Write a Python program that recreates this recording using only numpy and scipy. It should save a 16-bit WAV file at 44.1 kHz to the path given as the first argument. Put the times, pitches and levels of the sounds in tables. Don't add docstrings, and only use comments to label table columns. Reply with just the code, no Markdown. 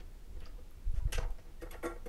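import sys
import numpy as np
from scipy import signal
from scipy.fft import rfft, irfft
from scipy.io import wavfile
from scipy.ndimage import uniform_filter1d

SR = 44100
rng = np.random.default_rng(int(sys.argv[2]) if len(sys.argv) > 2 else 0)


def file_out(sig):
    cols = np.atleast_2d(sig).T
    lim = np.clip(cols, -1, 1)
    pcm = np.round(lim * 32767).astype(np.int16)
    wavfile.write(sys.argv[1], SR, pcm)


def amplitude_ratio(level_db):
    exponent = np.asarray(level_db, float) / 20
    return 10 ** exponent


N = 91816


def evened(x):
    return x / np.sqrt(np.mean(x ** 2) + 1e-20)


def read(points, hz):
    f, value = np.transpose(points)
    return np.interp(np.log(hz + 1), np.log(f + 1), value)


def add(mix, start_s, sound):
    part = mix[max(round(start_s * SR), 0):][:len(sound)]
    part += sound[:len(part)]


def smoothed_twice(x, size):
    return uniform_filter1d(uniform_filter1d(x, size=size), size=size)


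def coloured(size, spectrum):
    hz = np.fft.rfftfreq(size, 1 / SR)
    white = rfft(rng.standard_normal(size))
    return evened(irfft(white * amplitude_ratio(read(spectrum, hz)), size))


def floor():
    # f/Hz, level/dB per Hz
    room_hiss = [(25, -60),
                 (35, -41), (60, -12.5), (130, -10), (425, -20), (478, -19.5), (550, -23),
                     (1030, -28.5), (9910, -39.5), (15800, -41)]
    level_db, patch_db = -62, 0.2
    frames, hz = N // 256 + 5, np.fft.rfftfreq(1024, 1 / SR)
    a, b, patches = rng.standard_normal((frames, 513, 3)).T
    patches = uniform_filter1d(patches, size=14, axis=0)
    patches = evened(uniform_filter1d(patches, size=12, axis=1))
    spectrum_db = read(room_hiss, hz)[:, None]
    z = (a + 1j * b) * amplitude_ratio(spectrum_db + patch_db * patches)
    hiss = signal.istft(z, nperseg=1024, noverlap=768)[1][:N]
    return amplitude_ratio(level_db) * evened(hiss)


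def air():
    # t/s, level/dB
    draught_course = [(0, -44.5), (.15, -48.5), (.28, -47), (.4, -39), (.48, -44), (.55, -44), (.7, -48.5),
                      (.84, -47), (1.3, -38), (1.4, -48.5), (1.58, -46), (1.63, -43.5), (1.8, -46),
                      (1.93, -46), (2.08, -42.5)]
    # f/Hz, level/dB per Hz
    draught_colour = [(3, -16), (15, 7), (36, 0.5), (50, -10.5), (90, -14.5), (130, -63.5), (400, -32),
                      (900, -140)]
    # t/s, level/dB, width/s, push or pull [+1/-1]
    buffets = [(0.371, -38, 0.0053, 1), (0.413, -39, 0.0034, -1), (0.481, -50, 0.0058, 1),
               (0.858, -34, 0.0043, 1), (0.873, -25.5, 0.0046, -1), (.882, -24, 0.0043, 1),
               (0.894, -23.5, 0.004, 1), (0.905, -24.5, 0.0082, -1), (0.927, -38, 0.0062, 1),
               (0.943, -26.5, 0.0021, 1), (0.974, -31.5, 0.0033, 1), (0.984, -21.5, 0.0044, -1),
               (1.013, -23.5, 0.014, -1), (1.028, -29, 0.0025, 1), (1.058, -19.5, 0.0022, -1),
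               (1.07, -23.5, 0.0026, 1), (1.086, -29.5, 0.018, -1), (1.155, -28.5, 0.0026, 1),
               (1.177, -22.5, 0.005, -1), (1.191, -24.5, 0.002, 1), (1.224, -34.5, 0.0019, -1),
               (1.238, -33, 0.0025, 1), (1.258, -29, 0.00315, -1), (1.271, -39, 0.0077, 1),
               (1.31, -27.5, 0.0046, -1), (1.63, -35.5, 0.0069, -1), (1.675, -48, .006, 1)]
    t = np.arange(N) / SR
    course_s, course_db = np.transpose(draught_course)
    draught = coloured(N, draught_colour)
    draught = draught / np.sqrt(abs(smoothed_twice(draught ** 2, 1800)) + 0.012)
    lumps = np.zeros(N)
    for at_s, db, width_s, way in buffets:
        lumps += np.sign(way) * amplitude_ratio(db) * np.exp(-0.5 * ((t - at_s) / width_s) ** 2)
    lumps = lumps - smoothed_twice(lumps, 3000)
    return amplitude_ratio(np.interp(t, course_s, course_db)) * draught + lumps


def workshop(x):
    # f/Hz, t60/s
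    decay = [(250, 0.17), (500, 0.42), (1000, 0.32), (4000, 0.17), (8000, 0.24), (14000, 0.25)]
    level_db, delay_s, low_hz = -6.5, 0.006, 900
    taps, at = np.zeros(SR // 2), np.arange(0, SR // 2 - 20, 20)
    taps[at + rng.integers(0, 20, len(at))] = rng.choice([-1., 1.], len(at))
    hz, t, z = signal.stft(taps, SR, nperseg=256)
    fade = amplitude_ratio(-60 * t / read(decay, hz)[:, None])
    bass_cut = np.minimum(hz / low_hz, 1)[:, None]
    tail = signal.istft(z * fade * bass_cut, SR, nperseg=256)[1]
    wet = np.zeros(N)
    add(wet, delay_s, signal.fftconvolve(x, tail / np.linalg.norm(tail)))
    return amplitude_ratio(level_db) * wet


def swell(length_s):
    peak_at = 0.71
    u = np.arange(SR // 8) / SR / length_s
    return np.clip(np.minimum(0.49 + u / peak_at, (1 - u) / (1 - peak_at)), 0, 1)


def contacts(length_s):
    contacts_per_s, spread_db = 7000, 3
    chance, size, sign = rng.random((SR // 8, 3)).T
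    hits = (chance < contacts_per_s / SR) * np.sign(sign - 0.5)
    force = swell(length_s) * hits * amplitude_ratio(-spread_db * np.log(size + 0.02))
    return force / np.linalg.norm(force) * np.sqrt(length_s * SR)


def ring(modes, grain, grain_db):
    spot_db = 2
    t = np.arange(SR // 5) / SR
    spot = spot_db * rng.standard_normal(len(modes))
    clear = np.zeros(len(t))
    for (hz, db, t60_s), shift_db in zip(modes, spot):
        clear += amplitude_ratio(db + shift_db - 60 * t / t60_s) * np.sin(2 * np.pi * hz * t)
    hz = abs(np.fft.fftfreq(len(t), 1 / SR))
    log_gain = np.log(amplitude_ratio(np.maximum(read(grain, hz), -80)))
    click = np.fft.ifft(np.exp(np.conj(signal.hilbert(log_gain)))).real
    click = click * amplitude_ratio(-900 * t)
    return clear / np.linalg.norm(clear) + amplitude_ratio(grain_db) * click / np.linalg.norm(click)


def drum(start_s, length_s, hz, t60_s):
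    detune = 0.006
    t = np.arange(SR // 4) / SR
    stored = signal.fftconvolve(swell(length_s), amplitude_ratio(-60 * t / t60_s))[:len(t)]
    wobble = evened(uniform_filter1d(rng.standard_normal(len(t)), size=300))
    turns = hz * (start_s + t * (1 + detune * rng.standard_normal()))
    level = stored / stored.max() * amplitude_ratio(2.2 * wobble)
    return level * np.sin(2 * np.pi * turns + 0.29 * wobble)


def judder(start_s, length_s, panel_db, shelf_db, board_db):
    # f/Hz, level/dB, t60/s
    board_modes = [(663, -3, 0.12), (744, -3, 0.066), (844, 9, 0.019), (1110, 4, 0.015), (1233, 3, 0.022),
                   (1304, -5, 0.041), (1370, -3, 0.028), (1392, 0, 0.017), (1870, -1.5, 0.049),
                   (2160, -9.5, 0.04), (1540, -0.5, 0.014)]
    # f/Hz, level/dB per Hz
    board_grain = [(230, -43.5), (300, 20.5), (600, 1.5), (1400, -7.5), (2300, 6.5), (3000, -56),
                   (6000, -48)]
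    board = ring(board_modes, board_grain, grain_db=-5.5)
    out = amplitude_ratio(board_db) * signal.fftconvolve(contacts(length_s), board)
    panel = amplitude_ratio(panel_db) * drum(start_s, length_s, hz=335, t60_s=0.03)
    shelf = amplitude_ratio(shelf_db) * drum(start_s, length_s, hz=482, t60_s=0.019)
    add(out, 0, panel + shelf)
    return start_s, out


def rattle(start_s, length_s, frame_db, pin_db, top_hz):
    # f/Hz, level/dB, t60/s
    frame_modes = [(1563, 21, 0.041), (1920, -37, 0.031), (2050, 28, 0.018), (2470, -20, 0.061),
                   (2820, -29, 0.075), (2860, -6, 0.15), (3820, -40, 0.014), (4460, 10, 0.06),
                   (6100, 18, 0.015), (6360, -5, 0.077), (6470, -8, 0.01), (6860, -52, .03)]
    # f/Hz, level/dB per Hz
    frame_grain = [(530, -48), (900, -18), (1560, -5), (2860, 0), (3900, -10), (6200, -10), (11400, -20),
                   (15500, -34)]
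    # f/Hz, level/dB, t60/s
    pin_modes = [(3490, 2, 0.027), (6730, -1, .015), (8600, 2, 0.03), (9150, 5.5, 0.021), (11400, 8, 0.027)]
    # f/Hz, level/dB per Hz
    pin_grain = [(1500, -76), (2500, -5.5), (5500, -12), (8500, -7), (12000, -13), (15500, -40)]
    frame = amplitude_ratio(frame_db) * ring(frame_modes, frame_grain, grain_db=5)
    pin = amplitude_ratio(pin_db) * ring(pin_modes, pin_grain, grain_db=-1)
    soft = signal.lfilter(*signal.butter(3, top_hz, fs=SR), contacts(length_s))
    return start_s, signal.fftconvolve(soft, frame + pin)


def tick(start_s, db, hz, width_hz):
    t = np.arange(SR // 10) / SR
    decay = np.exp(-np.pi * width_hz * t)
    onset = 1 - np.exp(-t * width_hz * 6)
    return start_s, amplitude_ratio(db) * decay * np.sin(2 * np.pi * hz * t) * onset


def scene():
    # t/s, length/s, side panel level/dB, shelf level/dB, upper board modes level/dB
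    judders = [(.0, 0.023, -61.5, -66, -66), (0.357, 0.02, -58.5, -57, -70.5),
               (0.407, 0.041, -63, -70, -68.5), (0.461, 0.014, -63, -57, -62.5),
               (0.578, 0.019, -60, -55.5, -72.5), (0.941, 0.073, -86, -87, -67),
               (1.063, 0.051, -58, -61.5, -68.5), (1.122, 0.025, -56, -47.5, -50.5),
               (1.176, 0.015, -49.5, -37.5, -48), (1.2, 0.023, -76, -49.5, -55.5),
               (1.226, 0.03, -58, -56, -56), (1.383, 0.01, -64, -54, -59.5),
               (1.444, 0.087, -66, -66, -74.5), (1.618, 0.026, -45, -47.5, -54.5),
               (1.657, 0.03, -65, -52, -61.5), (1.71, 0.038, -62.5, -64, -59.5),
               (1.735, 0.028, -57, -53, -54), (1.828, 0.024, -45, -43, -47.5),
               (1.842, 0.035, -35, -39, -46.5), (1.871, 0.061, -68, -59, -55),
               (1.954, 0.018, -58, -51, -64.5), (2.058, 0.019, -52, -40, -59)]
    # t/s, length/s, frame level/dB, pin level/dB, contact top f/Hz
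    steel_rattles = [(.0, 0.012, -66, -99, 5040), (.405, 0.048, -68, -97, 3200),
                     (0.448, 0.031, -70, -106, 5930), (0.943, 0.065, -73, -75.5, 9200),
                     (1.122, 0.018, -47, -57, 15600), (1.137, 0.029, -50, -64, 7040),
                     (1.178, 0.013, -52.5, -70, 7500), (1.196, 0.05, -67.5, -94, 6600),
                     (1.304, 0.0037, -70, -68.5, 12000), (1.388, 0.022, -76.5, -85, 6030),
                     (1.613, 0.023, -67, -69, 12400), (1.709, 0.01, -63.5, -58.5, 11000),
                     (1.712, 0.04, -63, -69, 4800), (1.828, 0.035, -69.5, -61.5, 12900),
                     (1.855, 0.02, -68, -60.5, 9200), (2.057, 0.017, -69, -68, 14900)]
    # t/s, level/dB, f/Hz, width/Hz
    single_modes = [(.407, -46, 2900, 300), (.404, -48, 3600, 350), (.404, -48, 4500, 350),
                    (0.406, -42.5, 10500, 1490), (.457, -38.5, 4820, 280), (0.462, -47, 5470, 400),
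                    (.482, -52, 4900, 300), (0.461, -50, 1230, 70.4), (.709, -40, 12200, 2500),
                    (.712, -56, 1220, 90.5), (.845, -64, 1590, 60), (.919, -44.5, 10500, 1800),
                    (1.122, -31, 8800, 600), (1.1225, -34, 11300, 500), (1.13, -27, 6060, 400),
                    (1.131, -26.5, 8950, 700), (1.131, -27, 11200, 500), (1.146, -37, 2900, 300),
                    (1.179, -37, 6030, 200), (1.181, -37, 4930, 300), (1.181, -35.5, 1543, 69.6),
                    (1.181, -32, 641, 45.6), (1.199, -39, 995, 50), (1.228, -39, 873, 40.2),
                    (1.255, -46, 936, 50), (1.298, -48, 773, 50), (1.304, -51, 1040, 80),
                    (1.385, -51.5, 5370, 300), (1.620, -43, 1625, 91.7), (1.620, -47, 4850, 250),
                    (1.708, -43.5, 2160, 90), (1.707, -49.5, 3440, 60), (1.712, -46, 7700, 200),
                    (1.71, -41, 11400, 110), (1.740, -42.5, 1826, 50), (1.768, -47, 1370, 50),
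                    (1.827, -50, 11400, 43.7), (1.830, -37.5, 2150, 200), (1.8565, -32.5, 8700, 600),
                    (1.858, -35.5, 6400, 600), (1.860, -48, 3500, 30.2), (1.863, -35, 6850, 600),
                    (1.864, -36.5, 9200, 600), (1.878, -53, 7040, 400), (1.895, -54, 2164, 40.6),
                    (2.057, -47, 1610, 92), (2.060, -50, 11550, 150), (2.058, -41.5, 206.5, 29.9),
                    (2.064, -51, 2160, 49.5),
                    (1.124, -43, 1567, 22), (1.124, -39, 2900, 36), (1.126, -44, 5950, 69), (1.135, -47, 4880, 55),
             (1, -53, 970, 25), (1.838, -40, 1110, 12.6), (1.836, -37.5, 1375, 10), (1.6, -51, 1870, 10),
             (1.845, -44, 861, 14), (1.862, -36, 338.6, 11), (1.90, -52, 1375, 15), (2.060, -47, 750, 21)]
    clamp = np.zeros(N)
    for row in judders:
        add(clamp, *judder(*row))
    for row in steel_rattles:
        add(clamp, *rattle(*row))
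    for row in single_modes:
        add(clamp, *tick(*row))
    return (clamp + workshop(clamp) + air() + floor())[None]


def roll_off(x):
    return signal.sosfilt(signal.butter(12, 16110, fs=SR, output="sos"), x)


def record(dry):
    lowpass = signal.firwin(511, 15800, window=("kaiser", 9), fs=SR)
    cut = signal.oaconvolve(dry, lowpass[None], "same")
    return roll_off(cut)


dry = scene()
out = record(dry)
file_out(out)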